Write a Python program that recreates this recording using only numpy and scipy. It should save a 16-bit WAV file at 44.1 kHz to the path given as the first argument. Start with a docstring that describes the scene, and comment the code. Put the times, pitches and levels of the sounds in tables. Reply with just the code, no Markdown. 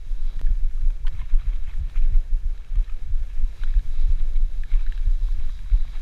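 """On a dirt trail through woods, a camera strapped to a mountain biker's chest hears the ride.
Wind buffets its microphone: deep swinging thuds over filtered noise for rumble and eddies.
The heart thumps through the strap as damped swings, each with a snap of resonant noise.
Tyres crunch and scrape as grainy noise, and loose parts click as short, rough decaying tones.
Knocks and one pop stand out; the crunch and clicks are coloured by the camera's closed housing."""
import sys
import numpy as np
from scipy import signal
from scipy.fft import rfft, irfft, next_fast_len
from scipy.io import wavfile
from scipy.ndimage import uniform_filter1d

SR = 44100
rng = np.random.default_rng(int(sys.argv[2]) if len(sys.argv) > 2 else 0)


def dump(signal):
    """Clip the signal to [-1, 1] and save it as 16-bit WAV at the path in sys.argv[1]."""
    limited = np.clip(np.atleast_2d(signal).T, -1, 1)
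    pcm = np.round(limited * 32767).astype(np.int16)
    wavfile.write(sys.argv[1], SR, pcm)


N = 265041  # length in samples
MS = 1e-3  # one millisecond in seconds
WHISTLE_HZ = 3880

# Spectrum of the crunching dirt. Each row: frequency in Hz, relative density in dB per Hz.
CRUNCH_SPECTRUM = [(500, -2), (1000, -3), (1730, 3.5), (1950, -3), (2180, -1.5), (2900, -3.5), (3600, -3),
                   (4100, -3.5), (5000, -13.5), (6200, -20)]
# Spectrum of the treble hiss. Each row: frequency in Hz, relative density in dB per Hz.
HISS_SPECTRUM = [(3500, -17), (4600, -2.5), (6500, -1.5), (8000, -7.5), (10000, -7.5), (12800, -12),
                 (14600, -14.5), (15600, -41)]
# Tones that loose crumbs of dirt ring with inside the housing.
# Each row: frequency in Hz, width in Hz, relative level in dB.
CRUMB_TONES = [(752, 460, -1), (984, 440, 0.5), (1317, 490, 0.5), (1750, 450, 0.5), (2233, 410, 3.5),
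               (2627, 470, 0.5), (3253, 410, -2.5), (3866, 310, -3)]


def undb(db):
    """Decibels to gain."""
    return 10 ** (np.asarray(db) / 20)


def level(x, db):
    """Scale to an rms level in dB."""
    return x * undb(db) / np.sqrt(np.mean(x ** 2))


def follow(table):
    """Join (seconds, dB) points into a level in dB for every sample."""
    return np.interp(np.arange(N) / SR, *np.transpose(table))


def colour(x, shape):
    """Filter by (Hz, dB) points joined on a log-frequency axis, near silent outside them."""
    size = next_fast_len(len(x))
    hz, db = np.transpose(shape)
    f = np.maximum(np.arange(size // 2 + 1) * SR / size, 1)
    gain = undb(np.interp(np.log(f), np.log(hz), db, left=-120, right=-120))
    return irfft(rfft(x, size) * gain, size)[:len(x)]


def ring(x, hz, width_hz, count=1):
    """A resonance applied count times, gain 1 at its centre."""
    for _ in range(count):
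        x = signal.lfilter(*signal.iirpeak(hz, hz / width_hz, fs=SR), x)
    return x


def walk(rate):
    """Random levels held 1 / rate s and slewed twice; spread near 1."""
    k = int(SR / rate)
    held = np.repeat(rng.standard_normal(N // k + 1), k)
    return 1.3 * uniform_filter1d(uniform_filter1d(held, k), k)[:N]


def add(out, s, x):
    """Mix x into out from time s."""
    i = max(int(s * SR), 0)
    out[i:i + len(x)] += x[:N - i]


def thuds(table, rise, fall):
    """Inward pushes with a swing before and after; rise and fall in cycles of the swing."""
    out = np.zeros(N)
    for s, db, hz in table:
        turns = np.arange(-3 * SR / hz, 4 * SR / hz) * hz / SR
        shape = np.exp(-(turns / np.where(turns < 0, rise, fall)) ** 2)
        add(out, s + turns[0] / hz, -undb(db) * shape * np.cos(2 * np.pi * turns))
    return out


def gritty(rate, scatter_db, share):
    """Noise with a share of sparse grains, rate per second, of very uneven but bounded size."""
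    chance = rng.random((3, N))
    size = np.minimum(-np.log(1 - chance[2]), 4)
    grains = (chance[0] < rate / SR) * np.sign(chance[1] - .5) * undb(scatter_db * size)
    return level(rng.standard_normal(N), 0) + share * level(grains, 0)


def crumbs(rate, scatter_db, share, flicker_db):
    """One resonant stream of grains for each crumb tone, each flickering alone."""
    streams = []
    for hz, width_hz, db in CRUMB_TONES:
        stream = ring(gritty(rate, scatter_db, share), hz, width_hz, count=2)
        streams.append(level(stream, db) * undb(flicker_db * walk(40)))
    return np.array(streams)


def rolling():
    """Tyres on dirt and air past the housing; the bands flicker partly together."""
    # Each row: time in seconds, then the levels before flicker of the tyre crunch in dB
    # and the housing whistle in dB.
    roll_levels = [(0.0, -63.5, -73), (0.3, -59.5, -64.5), (0.6, -61, -77), (0.95, -63.5, -76),
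                   (1.08, -63.5, -84), (1.12, -60, -87), (1.5, -58, -83), (1.8, -60, -77),
                   (2.45, -62.5, -79.5), (2.79, -59, -81), (3.05, -62, -76), (3.4, -60.5, -78),
                   (3.64, -60.5, -61), (3.88, -60.5, -71.5), (4.0, -58.5, -60), (4.15, -59.5, -71),
                   (4.62, -61.5, -66.5), (4.84, -57.5, -69), (4.95, -56.5, -59.5), (5.05, -59, -70),
                   (5.3, -62.5, -61.5), (5.42, -57, -72), (5.55, -59.5, -57.5), (5.66, -58.5, -73),
                   (5.76, -57, -62), (5.95, -57.5, -60.5), (6.01, -57, -80)]
    # Level of the low rush before flicker. Each row: time in seconds, level in dB.
    rush_levels = [(0.0, -64.5), (0.33, -64.5), (0.6, -63.5), (1.61, -66), (1.96, -63.5), (2.38, -65),
                   (3.31, -66), (3.41, -64.5), (3.88, -63.5), (4.32, -61), (4.6, -65), (5.31, -64.5),
                   (5.46, -66.5), (6.01, -66.5)]
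    # Level of the treble hiss before flicker. Each row: time in seconds, level in dB.
    hiss_levels = [(0.0, -68.5), (0.28, -67.5), (0.9, -69), (1.57, -68), (2.41, -69.5), (3.08, -69.5),
                   (3.67, -66.5), (3.78, -67.5), (4.38, -67.5), (4.69, -67), (5.42, -66.5), (5.54, -66),
                   (6.01, -66.5)]
    # Spectrum of the low rush. Each row: frequency in Hz, relative density in dB per Hz.
    rush_spectrum = [(120, -21), (200, -3), (340, -1.5), (470, -3), (525, -1.5), (580, -6), (800, -11),
                     (1200, -31)]
    s, *columns = np.transpose(roll_levels)
    crunch_db, whistle_db = (np.interp(np.arange(N) / SR, s, c) for c in columns)
    bumps = np.tanh(walk(22.246))  # flicker that all bands share

    # big crumbs crack low, small ones high
    coarse = ring(gritty(rate=500, scatter_db=5.5, share=0.66), hz=1190, width_hz=4600)
    fine = ring(gritty(rate=760, scatter_db=7.0, share=0.28), hz=2460, width_hz=2350)
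    grit = coarse * undb(0.39 * walk(35)) + fine * undb(0.71 * walk(45))
    loose = crumbs(rate=120, scatter_db=5.5, share=0.51, flicker_db=1.24).sum(axis=0)
    crunch = level(colour(grit, CRUNCH_SPECTRUM), -2.63) + level(loose, -3)
    crunch = crunch * undb(crunch_db + 1.3 * bumps)

    # the grit also excites a narrow whistle with a weaker resonance on each side
    whistle = ring(fine, WHISTLE_HZ, width_hz=330, count=2)
    whistle = whistle + undb(-12.0) * ring(coarse, hz=3480, width_hz=910, count=2)
    whistle = whistle + undb(-13.5) * ring(coarse, hz=4650, width_hz=1700, count=2)
    whistle = level(whistle, 0) * undb(whistle_db + 1.6 * bumps)

    hiss = level(colour(gritty(rate=1300, scatter_db=3.0, share=0.55), HISS_SPECTRUM), 0)
    hiss = hiss * undb(follow(hiss_levels) + 1.2 * bumps + 0.95 * walk(30))
    rush = level(colour(gritty(rate=230, scatter_db=4.5, share=0.21), rush_spectrum), 0)
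    rush = rush * undb(follow(rush_levels) + 3.2 * bumps + 1.54 * walk(23.89))
    return crunch + whistle + hiss + rush


def scrapes():
    """Tyre and undergrowth: short swells of crackling crumbs with a little swish on top."""
    # Each row: middle in seconds, level before the swell in dB, half length in ms, centre in Hz.
    scrape_rows = [(0.815, -55, 17, 2200), (1.15, -59, 70, 2300), (1.205, -51, 58, 1590),
                   (1.25, -59.5, 30, 1300), (1.301, -55, 36, 2600), (1.34, -56, 40, 1600),
                   (1.41, -55, 55, 1700), (1.48, -59.5, 60, 1300), (1.532, -54, 23, 1800),
                   (1.69, -52.5, 56, 1700), (1.735, -55, 25, 2200), (1.97, -51.5, 45, 1600),
                   (2.04, -58, 80, 1900), (2.15, -53.5, 31, 1290), (3.302, -54.5, 22, 2000),
                   (3.385, -57, 56, 2010), (3.681, -55.5, 230, 2510), (3.995, -58.5, 92, 2600),
                   (4.201, -56, 34, 2500), (4.364, -54.5, 34, 2200), (4.735, -55, 115, 1900),
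                   (4.82, -57, 58, 2100), (5.283, -59, 79, 2200), (5.494, -61, 20, 1600),
                   (5.752, -61, 70, 2200), (5.881, -54, 14, 2200), (5.955, -52, 51, 2110)]
    spread_octaves = 2.1  # how far a scrape reaches around its centre
    out = np.zeros(N)
    grit = crumbs(rate=200, scatter_db=5.5, share=0.9, flicker_db=3.0)
    swish = level(colour(rng.standard_normal(N), HISS_SPECTRUM), -18)
    tones_hz = np.array(CRUMB_TONES)[:, 0]
    for s, db, ms, hz in scrape_rows:
        half = int(ms * MS * SR)
        span = slice(int(s * SR) - half, int(s * SR) + half)
        weight = np.exp(-(np.log2(tones_hz / hz) / spread_octaves) ** 2)
        piece = level(weight @ grit[:, span], 0) + swish[span]
        swell = np.hanning(2 * half)[:len(piece)] ** 2.0
        add(out, s - half / SR, undb(db) * swell * piece)
    return out


def ticks(count):
    """Faint clicks at chance moments, as rows like those of the clear ones."""
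    middle_db, scatter_db, ring_db = -52, 3., -12
    low_hz, high_hz, length_ms = 1100, 2470, 3.5
    rows = []
    for a, b, c in rng.random((count, 3)):
        db = middle_db + scatter_db * (2 * b - 1)
        hz = low_hz + c * (high_hz - low_hz)
        rows.append((a * N / SR, db, hz, WHISTLE_HZ, ring_db, ring_db, length_ms))
    return rows


def rough_tone(t, noise, hz, pitched, rough_db, rough_width):
    """A clean tone roughened by noise at its pitch; the width is a share of the pitch."""
    rough = level(ring(noise, hz, rough_width * hz, count=2), rough_db)
    return pitched * np.sin(2 * np.pi * hz * t) + rough


def clicks():
    """Cables, chain and pebbles: a crack, damped rough tones, the housing's ring, a trace of hiss."""
    # Each row: start in seconds, level in dB, pitch in Hz, second pitch in Hz, its level over
    # the first in dB, ring of the housing in relative dB, decay time in ms.
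    clear_clicks = [(0.392, -42, 1840, 1030, -6, -7, 5.1), (0.467, -42.5, 1680, 2220, -14, -19, 5.4),
                    (0.711, -48, 1520, 730, -8, -10, 2.6), (0.903, -48, 895, 1360, -3.5, -3.5, 5.5),
                    (1.05, -40.5, 955, 2220, -22, -30, 4.2), (1.068, -37, 1510, 3120, 2.5, -9, 5.4),
                    (1.072, -40, 980, 1850, 2, -12, 3.1), (1.079, -38, 1000, 1790, 0.5, -5, 4.2),
                    (1.214, -43, 1010, 2156, 0, -28, 9.8), (1.395, -45, 2220, 2820, -6, -18, 2.8),
                    (1.416, -46, 1260, 2350, -4, -19, 4.4), (1.56, -48.5, 880, 3780, 1, -5, 3.9),
                    (1.694, -47, 910, 2540, 4, -12, 4.5), (1.712, -45, 2150, 3850, -3, -18, 4.4),
                    (1.897, -49.5, 2100, 3820, 4, -2.5, 4.1), (1.944, -48, 1440, 2430, 1, -13, 2.7),
                    (1.957, -41.5, 1250, 1790, -6, -23, 4.8), (2.019, -48, 1660, 2280, -6, -16, 3),
                    (2.577, -54, 1740, 3880, 3, -3, 4.4), (2.646, -51, 1330, 2600, -6, -4, 4.1),
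                    (2.676, -51.5, 1240, 1720, -1, -14, 3.3), (2.755, -47, 1230, 1830, -3, -4, 6.7),
                    (2.842, -52, 2160, 3900, 4, -4, 5.6), (2.878, -47.5, 1780, 1290, -3, -18, 4.6),
                    (2.896, -42.5, 1260, 2520, -4, -14, 5.3), (3.622, -47, 1260, 3900, 2, -6, 4),
                    (3.635, -26.5, 1430, 3610, -12, -13, 2.7), (3.641, -46, 3300, 2500, -2, -12, 2.6),
                    (3.739, -39.5, 1670, 3500, -7, -19, 3.5), (3.792, -39, 1600, 3720, -8, -12, 3.2),
                    (4.036, -58, 3830, 2920, -8, 2, 3.4), (4.199, -57, 1830, 2400, -5, 2, 5.7),
                    (4.635, -34, 1720, 2500, -12, -16, 4.5), (4.716, -44, 2200, 1550, -3, -8, 5.2),
                    (4.757, -46, 1720, 1160, 0, -10, 3.7), (4.792, -47, 2350, 1260, -3, -17, 6.4),
                    (4.864, -35.5, 1530, 3900, -7, -22, 2.6), (4.872, -41, 1750, 2190, -7, -21, 4.4),
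                    (4.922, -35.5, 1730, 2680, -10, -12.5, 4.4), (4.976, -44, 1680, 3750, -12, -7, 5.6),
                    (5.285, -43, 1030, 1600, -3, -10, 3.8), (5.494, -46, 1200, 1770, 0, -12, 4.5),
                    (5.589, -45, 1640, 2300, -3, -11, 4.8), (5.659, -49, 1090, 1560, -1, -16, 4),
                    (5.698, -44.5, 1450, 3660, -6, -8, 3.3), (5.716, -46, 2270, 3760, -6, -17, 4),
                    (5.85, -40, 750, 1140, -2, -19, 2.5)]
    # What the housing rings with at each click. Each row: frequency in Hz, relative level in dB.
    housing_tones = [(2400, -4.5), (3150, -6), (3850, -26)]
    air_db, snap_db = -9.5, -1  # hiss and broad crack, over the ring of the housing
    snap_ms, onset_ms = 1.08, .7
    out, t = np.zeros(N), np.arange(int(.04 * SR)) / SR
    # the housing wall holds back the top
    wall = signal.butter(6, 4150, fs=SR, output="sos")
    table = clear_clicks + ticks(count=14)
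    noises = rng.standard_normal((len(table), len(t)))
    for (s, db, hz, second_hz, second_db, ring_db, ms), noise in zip(table, noises):
        blow = (1 - np.exp(-(t / (onset_ms * MS)) ** 2)) * np.exp(-(t / (ms * MS)) ** 1.5)
        own = sum(undb(d) * rough_tone(t, noise, f, pitched=0.8, rough_db=-11, rough_width=0.55)
                  for f, d in ((hz, 0), (second_hz, second_db)))
        housing = sum(undb(d) * rough_tone(t, noise, f, pitched=0.74, rough_db=-0.5, rough_width=0.51)
                      for f, d in housing_tones)
        body = blow * (own + undb(ring_db) * housing)
        air = blow * level(colour(noise, HISS_SPECTRUM), ring_db + air_db)
        snap = level(colour(noise, CRUNCH_SPECTRUM), ring_db + snap_db)
        snap = np.exp(-(t / (snap_ms * MS) - 1) ** 2) * snap
        muffled = signal.sosfilt(wall, body) + signal.sosfilt(wall, snap)
        add(out, s, undb(db) * (muffled + air))
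    return out


def pop():
    """One sharp pop: the waveform dips ever faster, then jumps back to zero."""
    end_s, peak_db, dip_ms = .4144, -27, .8
    out, t = np.zeros(N), np.arange(-.01, 0, 1 / SR)
    add(out, end_s + t[0], -undb(peak_db) * np.exp(t / (dip_ms * MS)))
    return uniform_filter1d(out, size=2)  # the jump is smoothed over two samples


def knocks():
    """Small knocks carried up the frame and strap: an abrupt push, then a damped swing."""
    # Each row: deepest push in seconds, peak in dB.
    knock_rows = [(0.07, -36), (0.371, -32), (0.41, -35), (1.231, -30), (1.383, -39), (1.683, -32.5),
                  (1.968, -46), (4.201, -36), (4.887, -38), (5.222, -34), (5.65, -35.5)]
    swing_hz = 84
    return thuds([(s, db, swing_hz) for s, db in knock_rows], rise=0.18, fall=0.94)


def heart():
    """Each beat is a short, higher snap of the valves that runs into a dull thump."""
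    # Each row: deepest push in seconds, peak of the thump in dB, thump in Hz.
    beats = [(0.511, -23, 73.5), (0.85, -23.5, 54.5), (1.149, -25, 76), (1.467, -27, 69.4),
             (1.814, -19, 60.4), (2.128, -21.5, 71.6), (2.448, -25, 54.4), (2.768, -26.5, 78),
             (3.103, -25.5, 71), (3.441, -23, 57), (3.773, -27, 58.5), (4.099, -18.5, 63),
             (4.429, -30.5, 62), (4.748, -28, 54.6), (5.079, -22, 72), (5.392, -23, 57.5),
             (5.74, -22.5, 72.4)]
    valve_db, valve_ms, lead_ms = -21.5, 27, 12.3  # level over the thump, width, lead ahead of it
    t = np.arange(N) / SR + lead_ms * MS
    snap = sum(undb(db + valve_db) * np.exp(-((t - s) / (valve_ms * MS)) ** 2) for s, db, _ in beats)
    valves = ring(rng.standard_normal(N), hz=124.8, width_hz=79, count=4)
    return thuds(beats, rise=0.71, fall=0.88) + snap * level(valves, 0)


def wind():
    """Single buffets push the microphone over a fluttering rumble and quicker eddies."""
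    # Buffets, strong and weak. Each row: deepest push in seconds, peak in dB, swing in Hz.
    buffets = [(0.043, -28, 14.7), (0.121, -15, 24.8), (0.218, -17.5, 14.2), (0.261, -12, 20.4),
               (0.374, -15.5, 17.1), (0.457, -9, 20.2), (0.512, -11.5, 28.3), (0.574, -17.5, 25),
               (0.641, -10, 19), (0.74, -17.5, 17.5), (0.789, -22.5, 22), (0.837, -13.5, 25.4),
               (0.878, -9, 23.6), (0.987, -20, 23.5), (1.063, -12, 18.7), (1.199, -18.5, 27),
               (1.346, -6.5, 21.3), (1.488, -11, 31.4), (1.555, -15, 19), (1.638, -14, 18),
               (1.764, -16, 19), (1.853, -16.5, 29), (1.985, -9.5, 26), (2.035, -9, 21.7), (2.081, -12, 25),
               (2.164, -6.5, 24.8), (2.21, -23, 25), (2.337, -13, 22.6), (2.466, -13.5, 23.7),
               (2.504, -23, 23), (2.728, -17.5, 19.4), (2.791, -9.5, 28.8), (2.936, -17.5, 15.8),
               (3.03, -20.5, 17.5), (3.149, -11, 21.2), (3.207, -18.5, 19), (3.317, -22, 32),
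               (3.389, -12, 16.6), (3.443, -11, 25.8), (3.641, -13, 22), (3.692, -12, 22),
               (3.771, -8, 32.5), (3.899, -12, 16.6), (3.943, -23, 11.4), (4.004, -9, 18.6),
               (4.052, -12, 28), (4.127, -8.5, 23), (4.219, -11.5, 19.7), (4.275, -14.5, 21.5),
               (4.372, -9, 20.4), (4.424, -10.5, 26.8), (4.464, -20, 19), (4.533, -18.5, 24),
               (4.594, -14, 21.7), (4.652, -21.5, 23.4), (4.748, -6.5, 23.3), (4.823, -13, 18),
               (4.889, -12, 22.3), (5.008, -13.5, 21.5), (5.047, -32, 18), (5.082, -9, 25.8),
               (5.111, -13, 14.7), (5.152, -12, 22.4), (5.205, -21, 24), (5.242, -18, 32), (5.316, -15, 24),
               (5.401, -15.5, 13), (5.459, -13.5, 17), (5.55, -25.5, 32), (5.737, -7, 34.7),
               (5.767, -18, 28), (5.816, -12, 21), (5.965, -19.5, 19)]
    # Spectrum of the rumble. Each row: frequency in Hz, relative density in dB per Hz.
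    rumble_spectrum = [(6, 2.5), (12, -7), (22, -9.5), (35, -5.5), (50, -17.5), (70, -21.5), (100, -85)]
    # Spectrum of the eddies. Each row: frequency in Hz, relative density in dB per Hz.
    eddy_spectrum = [(40, -44), (60, -8), (90, -5.5), (130, -11.5), (170, -15.5), (220, -22.5), (300, -31)]
    # Level of the eddies around their flicker. Each row: time in seconds, level in dB.
    eddy_levels = [(0.0, -63), (0.12, -52), (0.38, -52.5), (0.89, -51), (1.31, -52), (1.5, -51),
                   (1.75, -51.5), (2.15, -47.5), (2.3, -56), (2.56, -54), (3.4, -52), (4.1, -50.5),
                   (4.4, -49.5), (4.55, -54), (4.95, -54), (5.2, -51), (6.01, -51)]
    rumble_db, flutter_db = -28.5, 2.  # level before flutter, and its depth
    rumble = level(colour(rng.standard_normal(N), rumble_spectrum), 0)
    eddies = colour(rng.standard_normal(N), eddy_spectrum)
    eddies = level(eddies * undb(5.3 * np.tanh(walk(25.11)) + 0.79 * walk(7.4)), 0)
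    eddies = eddies * undb(follow(eddy_levels))
    rumble = rumble * undb(rumble_db + flutter_db * np.tanh(walk(14)))
    return thuds(buffets, rise=0.62, fall=0.75) + rumble + eddies


def scene():
    """All sources reach one microphone."""
    return (rolling() + scrapes() + clicks() + pop() + knocks() + heart() + wind())[None]


def record(dry):
    """The camera cuts the top, steeply above 15.7 kHz."""
    return signal.sosfilt(signal.ellip(10, .2, 80, 15700, fs=SR, output="sos"), dry)


dry = scene()
out = record(dry)
dump(out)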